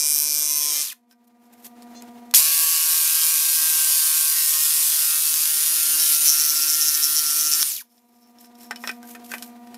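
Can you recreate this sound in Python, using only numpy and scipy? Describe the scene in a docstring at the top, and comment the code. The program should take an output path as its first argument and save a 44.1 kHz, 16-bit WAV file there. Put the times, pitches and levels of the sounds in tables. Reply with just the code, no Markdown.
"""A jigsaw finishes one cut in a board, then makes a long second cut in a workshop.
Rasp is noise renewed over many strokes; knocks excite housing resonances once a stroke; gear whine and
drone are multiples of the stroke rate. Between the cuts and after the second, tool and offcut are handled:
touches ring the board and loose parts, cloth rustles, a shoe squeaks. A hum of beating lines and soft air
noise lie beneath; the recorder's gain sinks under the saw and creeps back up on the hum."""
import sys
import numpy as np
from scipy import signal
from scipy.fft import rfft, irfft, next_fast_len
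from scipy.io import wavfile
from scipy.ndimage import uniform_filter1d, minimum_filter1d

SR = 44100
rng = np.random.default_rng(int(sys.argv[2]) if len(sys.argv) > 2 else 0)


def field_ratio(decibels):
    """Amplitude ratio for a level in dB (20 dB per decade); scalars and array-likes work."""
    return 10 ** (np.asarray(decibels, dtype=float) / 20)


def to_wav(sig):
    """Store sig (one row per channel, or 1-D mono) as 16-bit WAV at the path in sys.argv[1].

    Samples outside -1..1 are clipped; the rate is SR.
    """
    pcm = np.clip(np.atleast_2d(sig), -1, 1) * 32767
    pcm = np.round(pcm).astype(np.int16)
    wavfile.write(sys.argv[1], SR, pcm.T)  # frames by channels


N = 430857
T = np.arange(N) / SR   # time of every sample (s)

# Trigger and brake, one row a cut: pulled t/s, spin-up time constant t/s, brake on t/s, braking t/s
RUNS = [(-1.0, .05, .82, .155), (2.337, .021, 7.683, .18)]
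# Full blade speed under load, one list a cut: t/s, stroke rate f/Hz
STROKE_RATE = [
    [(0.05, 148.7), (0.426, 149.2), (0.654, 147.5), (0.8, 149.0)],
    [(2.45, 160.0), (2.65, 161.8), (2.84, 159.8), (3.78, 157.8), (3.83, 156.3), (4.21, 156.7),
     (4.51, 154.9), (5.85, 154.7), (5.94, 155.8), (6.14, 152.0), (6.24, 153.8), (6.31, 149.3),
     (6.35, 151.8), (6.52, 151.1), (6.57, 153.2), (7.6, 151.0)],
]
# How hard the teeth bite, one list a cut: t/s, relative level/dB
BITE = [
    [(0.0, -34.5), (0.5, -33.5), (0.74, -29.5), (0.82, -30), (0.93, -27)],
    [(2.339, -46.5), (2.348, -23), (2.62, -22.5), (4.03, -22.5), (4.33, -23.5), (4.63, -22.5), (5.22, -24),
     (5.96, -23.5), (6.13, -20.5), (6.19, -24), (6.27, -20), (6.31, -23.5), (7.51, -26), (7.61, -24.5),
     (7.65, -28), (7.822, -28)],
]
# Balance of each cut: rasp tilt level/dB, drone level/dB, knock level/dB
CUT_BALANCE = [(-3.5, -53.5, -21), (0.06, -45, -48.5)]
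# Share of the rasp's power that recurs each stroke, in the first and second cut
TEETH_REPEAT = (.65, .45)
# Spectrum of teeth in wood: f/Hz, relative density level/dB
RASP_SPECTRUM = [(15, -62.5), (25, -21.5), (104, -37.5), (233, -33), (400, -32.5), (850, -25.5),
                 (1080, -19), (2070, -13.5), (2560, -9), (3540, -7.5), (4890, -2.5), (8150, -2),
                 (11600, 2.5), (14000, -0.5), (15100, -5.5), (15750, -11), (16100, -29)]
# Housing resonances: f/Hz, width f/Hz, level/dB in the first cut, level/dB in the second
HOUSING = [(2500, 450, -11.5, -31.5), (3200, 400, -19, -15.5), (4000, 350, -11.5, -10.5),
           (4860, 530, -5, -11.5), (5470, 390, 6, 7), (6170, 690, 6, 2), (7330, 880, 2.5, -0.5),
           (8700, 1170, 2.5, -21.5), (10670, 1000, -3.5, -7), (11600, 600, -13, -11), (13030, 1100, 5, -7),
           (14450, 980, -13, -12.5)]
# Bouts of hard chatter near the edge: middle t/s, level/dB
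CHATTER = [(6.009, -22), (6.054, -28), (6.152, -25), (6.288, -12), (6.33, -20), (6.401, -20.5),
           (6.455, -24.5), (6.501, -23), (6.573, -23), (6.629, -19.5), (6.696, -19.5), (6.744, -24),
           (6.824, -16.5), (6.881, -16.5), (6.946, -22), (7.042, -17), (7.179, -17), (7.268, -25.5),
           (7.311, -22), (7.362, -28), (7.41, -20.5), (7.466, -17.5), (7.533, -15), (7.622, -16.5)]
# Drone of board and tool, first cut then five stages of the second: multiple of stroke rate, relative level/dB
DRONE_STAGES = [
    [(1, -11.5), (2, -1.5), (3, -4), (4, -2.5), (5, -8), (6, -8), (7, -10), (8, -5), (9, -6.5), (10, -7),
     (11, -7), (12, -5), (13, -14.5), (14, -2.5), (15, -12.5), (16, -1), (17, -4), (18, -4)],
    [(1, -25), (2, -24.5), (3, -29), (4, -10.5), (5, -28.5), (6, -1.5), (7, 6), (8, -7.5), (9, -15),
     (10, 3), (11, 1.5), (12, -18.5), (13, -12.5), (14, -6.5), (15, 3.5), (16, 8), (17, 7.5), (18, -2)],
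    [(1, -20), (2, -16.5), (3, -48), (4, -20.5), (5, -39.5), (6, -4), (7, -1), (8, -7), (9, -1.5), (10, 7),
     (11, -16.5), (12, -7.5), (13, -23.5), (14, -17.5), (15, -4.5), (16, -6.5), (17, -8.5), (18, -19)],
    [(1, -21), (2, -24.5), (3, -43), (4, -36), (5, -39), (6, -10), (7, -1.5), (8, -4), (9, -5), (10, -4),
     (11, -37), (12, -2.5), (13, -22), (14, -13), (15, -8), (16, -5), (17, -7), (18, -28)],
    [(1, -18.5), (2, -7.5), (3, -45), (4, -14), (5, -25), (6, -16.5), (7, -11), (8, -8.5), (9, 2), (10, -3),
     (11, -8), (12, -8.5), (13, -18), (14, -15.5), (15, -22.5), (16, -9.5), (17, -6), (18, -3)],
    [(1, -18.5), (2, -7), (3, -28.5), (4, -22.5), (5, -18), (6, -22.5), (7, -15.5), (8, -7.5), (9, 5.5),
     (10, 0.5), (11, -10.5), (12, -0.5), (13, -11.5), (14, -20.5), (15, -26.5), (16, -18), (17, -5),
     (18, -27.5)],
]
# When each drone stage holds: t/s
DRONE_TIMES = [2.3, 2.34, 3.95, 4.55, 5.9, 6.9]
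# Gear mesh and its sidebands: multiple of stroke rate, relative level/dB
GEAR_LINES = [(52, -6), (55, -2), (58, 0), (59, -9), (60, 0), (61, -9), (62, 0), (63, -3), (64, 0), (66, 0)]
# Workshop hum lines: f/Hz, rms level/dB
HUM_LINES = [(224.2, -79), (240, -68.5), (319, -92), (480, -81.5), (704, -81), (720, -78), (960, -83),
             (1200, -87.5), (1440, -100), (1920, -95.5), (2160, -98.5), (2400, -97.5)]
# Spectrum of the air noise: f/Hz, relative density level/dB
AIR_SPECTRUM = [(18, -55.5), (30, -27.5), (165, -21), (238, -18), (294, -12), (612, -18.5), (716, -9.5),
                (860, -18), (955, -12), (1090, -22), (1210, -22), (1570, -22), (12800, -36), (15800, -35.5)]
# Modes of the board: f/Hz, relative level/dB, decay by 60 dB t/s
BOARD_MODES = [(680, -19, .05), (1000, -10, .06), (1290, -14.5, 0.021), (1560, -2.5, 0.054),
               (1810, -6, 0.031), (1940, -3, 0.013), (2350, -4.5, 0.021), (2480, -4.5, 0.031),
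               (3000, -2, 0.038), (3700, -17, 0.013)]
# Modes of the tool's loose parts: f/Hz, relative level/dB, decay by 60 dB t/s
LOOSE_PARTS = [(4050, -9.5, 0.016), (5300, 1, 0.0084), (5440, -5, 0.036), (5850, -6.5, .015),
               (7170, -9.5, .02), (8900, -7, 0.012), (14500, -8, .01)]
# Spectrum of a scuff: f/Hz, relative density level/dB
SCUFF_SPECTRUM = [(500, -37.5), (1100, -7), (2200, -6), (3600, 6), (8700, 8.5), (12500, 7.5), (15300, -1),
                  (16500, -33.5)]
# Handling of tool and offcut: t/s, scuff level/dB, wood level/dB, wood colour f/Hz
TOUCHES = [(1.1115, -57, -64, 1990), (1.127, -67, -69, 2000), (1.4545, -62, -66, 700),
           (1.531, -71, -82, 2000), (1.6453, -60, -86, 2000), (1.8225, -63, -77, 705),
           (2.022, -64, -75, 2020), (7.9794, -62, -79, 2000), (8.3858, -66, -92, 1980),
           (8.4442, -67, -72, 1980), (8.553, -69, -96, 2000), (8.6083, -66, -79, 2000),
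           (8.6352, -66, -89, 2040), (8.67, -80, -88, 2000), (8.7097, -49, -43, 1560),
           (8.7595, -57.5, -62.5, 2590), (8.839, -63, -49.5, 1720), (8.8745, -45, -47.5, 2000),
           (8.8927, -58, -45.5, 2130), (8.9135, -66, -68, 2000), (9.0294, -64, -66, 1500),
           (9.0867, -70, -71, 1500), (9.111, -66, -82, 1500), (9.1498, -58, -59, 1880),
           (9.2, -66, -90, 2000), (9.2447, -59, -90, 3000), (9.2636, -69, -90, 2000),
           (9.301, -71, -73, 1900), (9.3165, -53, -53.5, 1840), (9.3383, -49, -45.5, 1940),
           (9.382, -55, -69, 2500), (9.424, -46, -64, 2060), (9.6724, -67, -76, 2000),
           (9.7438, -53, -68, 2020)]
# Trigger click, motor's first kick, splinters, board parting: t/s, scuff level/dB, wood level/dB, colour f/Hz
CRACKS = [(2.311, -52, -88.5, 2500), (2.3396, -21, -70, 2500), (4.9712, -16, -42, 3600),
          (5.3404, -15, -38, 3300), (7.6279, -7, -29, 2300)]
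# Movements of hands and cloth: middle t/s, half length t/s, level/dB
MOVES = [(1.116, 0.017, -68), (1.248, .008, -78), (1.279, 0.007, -68), (1.454, 0.045, -82),
         (1.534, 0.0091, -71), (1.598, 0.028, -80), (1.659, 0.019, -61), (2.043, 0.38, -99),
         (7.95, 0.063, -74), (8.108, 0.28, -78), (8.406, 0.012, -67), (8.449, 0.0227, -69.5),
         (8.625, 0.046, -72), (8.863, 0.069, -71.5), (9.094, 0.046, -72), (9.153, 0.01, -72),
         (9.257, 0.017, -81), (9.323, 0.054, -64.5), (9.446, 0.044, -70), (9.66, 0.13, -98)]
# Spans with the tool held aloft, its parts hanging loose: start t/s, end t/s
ALOFT = [(1.07, 1.16), (7.85, 8.95)]
# Spectrum of skin and cloth: f/Hz, relative density level/dB
RUSTLE_SPECTRUM = [(500, -45), (1100, -15), (2200, -3.5), (3600, -5.5), (6500, -1), (9000, -1.3),
                   (13500, 5.5), (15300, -4), (16500, -33.5)]
# Squeak of shoe on wood: t/s, slip rate f/Hz, level/dB
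SQUEAK = [(1.94, 680, -100), (1.96, 695, -71.5), (2.0, 705, -73), (2.03, 693, -100)]

SECOND_START_S = RUNS[1][0]
IN_SECOND = T > SECOND_START_S
SINCE_SECOND = (T - SECOND_START_S).clip(0)


def rms_one(x):
    """Normalisation: division by the root of the mean power."""
    return x / np.sqrt(np.mean(x ** 2) + 1e-20)


def in_time(rows):
    """Linear interpolation: table columns joined by straight lines at every sample."""
    s, *columns = np.transpose(rows)
    return [np.interp(T, s, c) for c in columns]


def with_pauses(tables):
    """Gating: the tables of several cuts are joined, every level sinking to silence around them."""
    rows = []
    for table in tables:
        quiet = [-120] * (len(table[0]) - 1)
        rows += [[table[0][0] - 1e-3] + quiet]
        rows += table
        rows += [[table[-1][0] + 1e-2] + quiet]
    return in_time(rows)


def ramp(t, start, length):
    """Linear transition: 0 before start, 1 after start + length."""
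    return np.clip((t - start) / length, 0, 1)


def coloured(x, spectrum):
    """Spectral shaping: x weighted by a smooth spectrum over log frequency; rms 1."""
    size = next_fast_len(N)
    hz, db = np.transpose(spectrum)
    log_hz = np.log(np.arange(size // 2 + 1) * SR / size + 1)
    weight = field_ratio(np.interp(log_hz, np.log(hz), db))
    return rms_one(irfft(rfft(x, size) * weight, size)[:N])


def drift(rate):
    """Low-pass random fluctuation: noise through a double pole at `rate` Hz; spread 1."""
    hop, settle = 40, 2000   # samples per slow step, slow steps discarded
    r = np.exp(-2 * np.pi * hop * rate / SR)
    noise = rng.standard_normal(N // hop + settle + 2)
    slow = rms_one(signal.lfilter([1], [1, -2 * r, r * r], noise)[settle:])
    return np.interp(np.arange(N) / hop, np.arange(len(slow)), slow)


def resonance(x, hz, width):
    """Two-pole resonance: a band of gain 1 at its top."""
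    r = np.exp(-np.pi * width / SR)
    zeros = np.array([1, 0, -1]) * (1 - r * r) / 2
    poles = [1, -2 * r * np.cos(2 * np.pi * hz / SR), r * r]
    return signal.lfilter(zeros, poles, x + 1e-18)


def ring(clicks, modes):
    """Modal vibration: clicks set each damped mode of a body ringing."""
    out = 0
    for hz, db, t60 in modes:
        r, w = field_ratio(-60 / (t60 * SR)), 2 * np.pi * hz / SR
        out = out + field_ratio(db) * signal.lfilter([0, np.sin(w)], [1, -2 * r * np.cos(w), r * r], clicks + 1e-18)
    return out


def high_passed(x, hz):
    """Second-order high-pass: bass below `hz` is removed."""
    return signal.sosfilt(signal.butter(2, hz, "high", fs=SR, output="sos"), x)


def repeating_noise(turns, keeps):
    """Cyclic excitation: a noise pattern recurs each stroke and renews itself over `keeps` strokes."""
    size = 288   # points per pattern
    age = turns / keeps
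    patterns = rng.standard_normal((4000, size))
    old, spot = age.astype(int), (turns % 1 * size).astype(int)
    fade = age % 1 * np.pi / 2   # crossfade of equal power
    return patterns[old, spot] * np.cos(fade) + patterns[old + 1, spot] * np.sin(fade)


def workshop():
    """Beating: close hum lines of a buzzing machine interfere, over soft air noise."""
    hum = 0
    for hz, db in HUM_LINES:
        line = np.sin(2 * np.pi * (hz * T + rng.random()))
        hum = hum + np.sqrt(2) * field_ratio(db + 1.0 * drift(2.0)) * line
    air = coloured(rng.standard_normal(N), AIR_SPECTRUM)
    return hum + field_ratio(-78 + 2.9 * drift(18.0)) * air


def blade():
    """Motor inertia: speed rises exponentially and the brake ramps it down; gives share, rate and strokes done."""
    brake_curve = 1.4   # fast fall at first, then lingering until the blade locks
    running = 0
    for on, up, off, down in RUNS:
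        spin_up = 1 - np.exp(-(T - on).clip(0) / up)
        braking = np.clip(1 - (T - off) / down, 0, 1) ** brake_curve
        running = running + np.clip(np.minimum(spin_up, braking), 0, 1)
    speed, = in_time(STROKE_RATE[0] + STROKE_RATE[1])
    speed = speed + 0.3 * drift(6) + 0.3 * drift(25)   # slow and quick unevenness, strokes per s
    first_stroke_done = 0.24
    return running, speed, first_stroke_done + np.cumsum(speed * running) / SR


def rasp(turns, level_db, tilt_db):
    """Periodic tearing: noise partly alike each stroke, louder on the pull, with splinters sticking out."""
    repeat = np.where(T < RUNS[0][2], *TEETH_REPEAT)
    tear = np.sqrt(repeat) * repeating_noise(turns, keeps=12)
    tear = tear + np.sqrt(1 - repeat) * rng.standard_normal(N)
    # the slow first strokes of the second cut stand apart
    gate_db = 2.0 + 4 * IN_SECOND * np.exp(-SINCE_SECOND / 0.05)
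    grit_db = 1.2 * drift(270) + 0.17 * drift(9)
    tear = coloured(tear * field_ratio(gate_db * np.cos(2 * np.pi * turns) + grit_db), RASP_SPECTRUM)
    # a dip opens in the spectrum late in the second cut
    dip_depth = 0.68 * ramp(T, 5.0, 1.8)
    tear = tear - dip_depth * resonance(tear, 8300, 1200)
    dull = signal.sosfilt(signal.butter(1, 6000, fs=SR, output="sos"), tear)
    tilted = dull * field_ratio(-tilt_db) + (tear - dull) * field_ratio(tilt_db)
    return field_ratio(level_db + 2.5) * tilted


def knock_force(running, knock_db):
    """Impact strength: grows steeply with speed and as the uncut wood narrows, and eases once it parts."""
    parted_s, bout_s = 7.632, 0.019
    fade_db = 5 * T * ~IN_SECOND   # the knocks weaken by 5 dB per s through the first cut
    edge_db = 17 * ramp(T, 5.9, 0.45) - 16 * ramp(T, parted_s, 0.006)
    force = field_ratio(knock_db - fade_db + edge_db) * running ** 5.0
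    # after the trigger the holder takes up its slack
    force *= np.where(IN_SECOND, ramp(T, SECOND_START_S + 0.17, 0.05), 1)
    chatter = sum(field_ratio(db) * np.exp(-((T - s) / bout_s) ** 2) for s, db in CHATTER)
    return force + chatter * (T < parted_s)


def knocks(turns, running, knock_db):
    """Impact excitation: each stroke the blade holder strikes the housing with a click and short rough burst."""
    burst, click = 0.074, 16.0   # burst decay (strokes), click size against the burst
    stroke, phase = turns.astype(int), turns % 1
    uneven_db = np.where(IN_SECOND, 2.3, 1.0) * np.clip(rng.standard_normal(2000), -2, 2)[stroke]
    rough = repeating_noise(turns, keeps=18.0) * phase / burst * np.exp(-phase / burst)
    clicks = np.diff(np.floor(turns - burst), prepend=-1)
    blow = rms_one(rough + click * clicks) * knock_force(running, knock_db) * field_ratio(uneven_db)
    out = 0
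    for k, (hz, width, early_db, late_db) in enumerate(HOUSING):
        # the blow reaches the parts a little apart in time, and the higher parts come and go more
        delayed = np.roll(blow, 15 * (k % 3) // 2)
        level_db = np.where(IN_SECOND, late_db, early_db) + (hz / 7000.0) ** 2 * drift(10)
        part = resonance(resonance(delayed, hz, 1.63 * width), hz, width)
        out = out + (-1) ** k * field_ratio(level_db) * part
    return field_ratio(1.0) * out


def overhang(saw):
    """Sympathetic resonance: the free end of the board rings with the first cut."""
    return field_ratio(14) * resonance(saw * ~IN_SECOND, 1031, 19)


def whine_level(speed, running):
    """Loaded mesh: loudest at one speed under load; off load the level has no best speed, and flutters."""
    best_speed, loss_db = 154, 0.16   # strokes per s, loss per (strokes per s) squared
    loaded_db = -27.8 - loss_db * (speed - best_speed) ** 2 + 1.0 * drift(1.3)
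    coasting_db = -29 + 2.5 * drift(40)
    start_db = 7 * IN_SECOND * np.exp(-SINCE_SECOND / 0.04)   # the starting torque makes the gears cry out
    return coasting_db + (loaded_db - coasting_db) * running ** 8 + start_db


def gear_whine(turns, speed, level_db, load):
    """Tooth mesh: multiples of the stroke rate shaken by backlash sweep with the blade's speed."""
    gearbox_hz, reach_hz, lift_db = 9390, 260, 9   # lines near this resonance stand out
    mesh = 60
    lines = 0
    for k, db in GEAR_LINES:
        lift = lift_db * load * np.exp(-((k * speed - gearbox_hz) / reach_hz) ** 2)
        # off load the mesh multiple gains on its sidebands by 12 dB
        coasting = 12 * (1 - load) * ((k == mesh) - .5)
        waver = 1.2 * drift(6.7) + .8 * drift(90)
        phase = k * turns + rng.random() + 0.04 * drift(40)
        lines = lines + field_ratio(db + lift + coasting + waver) * np.sin(2 * np.pi * phase)
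    return field_ratio(level_db) * rms_one(lines)


def drone(turns, level_db):
    """Harmonic vibration: multiples of the stroke rate waver separately, the higher ones more."""
    out = 0
    for rows in zip(*DRONE_STAGES):
        multiple = rows[0][0]
        db = np.interp(T, DRONE_TIMES, [row[1] for row in rows])
        db = db + (0.8 + .03 * multiple) * drift(4.7)
        out = out + field_ratio(db) * np.sin(2 * np.pi * (round(multiple) * turns + rng.random()))
    return field_ratio(level_db) * out


def room(x):
    """Reverberation: convolution with a short decaying noise tail."""
    t = np.arange(int(.3 * SR)) / SR
    t60_s = 0.14
    tail = rng.standard_normal(len(t)) * field_ratio(-60 * t / t60_s) * (t > .004)
    return x + field_ratio(-15) * signal.fftconvolve(x, tail / np.sqrt(np.sum(tail ** 2)))[:N]


def swung():
    """Support condition: true while the tool is in the air."""
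    return sum((T > start) * (T < end) for start, end in ALOFT)


def touches(events, t60, attack):
    """Contact excitation: a crack and scuff shake the loose parts and strike the board near one pitch."""
    reach_octaves = 0.5   # reach of a blow among the board's modes
    scuff, jolt, board = np.zeros((3, N + SR))
    t = np.arange(int(.3 * SR)) / SR
    rise, fall = 1 - np.exp(-t / attack), field_ratio(-60 * t / t60)
    for s, scuff_db, wood_db, colour_hz in events:
        i = round(s * SR)
        span = slice(i, i + len(t))
        crack = field_ratio(-t * 9300)   # falls by 9300 dB per s
        scuff[span] += field_ratio(scuff_db) * rise * (0.33 * fall + 0.94 * crack)
        jolt[i] = field_ratio(scuff_db + 17)
        blow = 0.11 * rise * fall * rng.standard_normal(len(t)) + (t == 0)
        struck = []
        for hz, db, ring_s in BOARD_MODES:
            distance = np.log2(hz / colour_hz) / reach_octaves
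            struck.append((hz, db + wood_db - 10.0 * distance ** 2, ring_s))
        board[span] += ring(blow, struck)
    loose = field_ratio(-32.5 + 14 * swung())   # parts speak louder while the tool is aloft
    grains = rng.standard_normal(N) * field_ratio(4.4 * drift(170))
    parts = ring(loose * (scuff[:N] * grains + jolt[:N]), LOOSE_PARTS)
    return scuff[:N] * coloured(grains, SCUFF_SPECTRUM) + parts + high_passed(board[:N], 400)


def rattle():
    """Friction and random impact: hands rustle with every move, loose parts tick while the tool is swung."""
    still_db, ticks_per_s = -92, 300.0
    moving = field_ratio(still_db) + sum(field_ratio(db) * np.exp(-((T - s) / half) ** 2) for s, half, db in MOVES)
    sizes = field_ratio(1.7 * np.minimum(rng.exponential(1, N), 4)) * rng.choice([-1, 1], N)
    ticks = (rng.random(N) < ticks_per_s / SR) * sizes
    ticks = ticks * field_ratio(-5.5) * swung()
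    rustle = field_ratio(2.5 * drift(90) + 1.5 * drift(12)) * coloured(rng.standard_normal(N), RUSTLE_SPECTRUM)
    # each part comes and goes on its own
    ticking = sum(ring(ticks * moving * field_ratio(5 * drift(9)), [part]) for part in LOOSE_PARTS)
    return ticking + rustle * moving


def squeak():
    """Stick-slip: regular pulses are heard through two resonances."""
    slip_hz, db = in_time(SQUEAK)
    slips = np.diff(np.floor(np.cumsum(slip_hz) / SR), prepend=0)
    voice = sum(resonance(resonance(slips, hz, 1200), hz, 1200) for hz in (4100, 6200))
    return field_ratio(db + 2.1 * drift(60)) * rms_one(voice)


def handling():
    """Superposition: all that the hands do to tool and wood, and the squeak."""
    return touches(TOUCHES, t60=0.06, attack=0.00017) + rattle() + squeak()


def cracks():
    """Sudden release: trigger, kick, splinters and parting board crack sharply, without bass."""
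    return high_passed(touches(CRACKS, t60=0.011, attack=0.00014), 800)


def jigsaw():
    """Coupled sources: one blade motion drives rasp, knocks, whine and drone; cracks are added."""
    running, speed, turns = blade()
    bite_db, = with_pauses(BITE)
    tilt_db, drone_db, knock_db = (np.where(IN_SECOND, late, early) for early, late in zip(*CUT_BALANCE))
    tilt_db = tilt_db + 4 * (1 - running ** 2)   # off load the body of the rasp thins out
    saw = rasp(turns, bite_db, tilt_db) * running + knocks(turns, running, knock_db)
    saw += overhang(saw)
    whine = gear_whine(turns, speed, whine_level(speed, running), load=running ** 4)
    saw += whine * running ** 1.15 * (bite_db > -100)   # the whine fades as the blade slows
    # the drone follows the bite a little; the parted offcut no longer resounds
    pressed_db = np.where(IN_SECOND, 0.15 * (bite_db + 19), 0) + 1.1 * drift(25)
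    pressed_db -= 9 * ramp(T, CRACKS[-1][0], 0.015)
    saw += drone(turns, drone_db + pressed_db) * running ** 6   # it stops as soon as the blade slows
    return saw + cracks()


def scene():
    """Superposition: saw and handling in the room, over the workshop, heard by one microphone."""
    mono = room(jigsaw() + handling()) + workshop()
    return np.array([mono, mono])


def gain_control(x):
    """Automatic gain: quiet sound is lifted; the lift sinks fast under the saw and climbs back steadily."""
    aim_db, most_lift_db = -30, 23
    sense_s, drop_s, recover_db_per_s = 0.015, 0.035, 23.5
    step = 44   # samples between gain values
    r = np.exp(-1 / (sense_s * SR))
    power = signal.lfilter([1 - r], [1, -r], x[0] ** 2, zi=[.01])[0]
    level_db = 10 * np.log10(power[::step] + 1e-12)
    lift_db, now = [], 0
    sink, climb = min(step / SR / drop_s, 1), recover_db_per_s * step / SR
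    for wanted in np.clip(aim_db - level_db, 0, most_lift_db):
        if wanted > now:
            now += min(wanted - now, climb)
        else:
            now += sink * (wanted - now)
        lift_db.append(now)
    return x * field_ratio(np.interp(np.arange(N) / step, np.arange(len(lift_db)), lift_db))


def limited(x):
    """Peak limiting: a fast gain that looks ahead holds peaks under a ceiling."""
    ceiling, size = 0.95, round(.0015 * SR)
    gain = minimum_filter1d(ceiling / np.maximum(np.abs(x), ceiling), size=2 * size + 1, axis=1)
    return x * uniform_filter1d(uniform_filter1d(gain, size=size, axis=1), size=size, axis=1)


def roll_off(x):
    """The treble ends steeply here."""
    return signal.sosfilt(signal.butter(12, 16290, fs=SR, output="sos"), x)


def record(dry):
    """Recording chain: the gain is controlled, peaks limited, bass and top cut."""
    mix = limited(gain_control(dry))
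    mix = signal.sosfilt(signal.butter(1, 67, "high", fs=SR, output="sos"), mix)
    mix = signal.sosfilt(signal.cheby2(16, 50, 16050, fs=SR, output="sos"), mix)   # 50 dB down from 16050 Hz
    return roll_off(mix)


dry = scene()
out = record(dry)
to_wav(out)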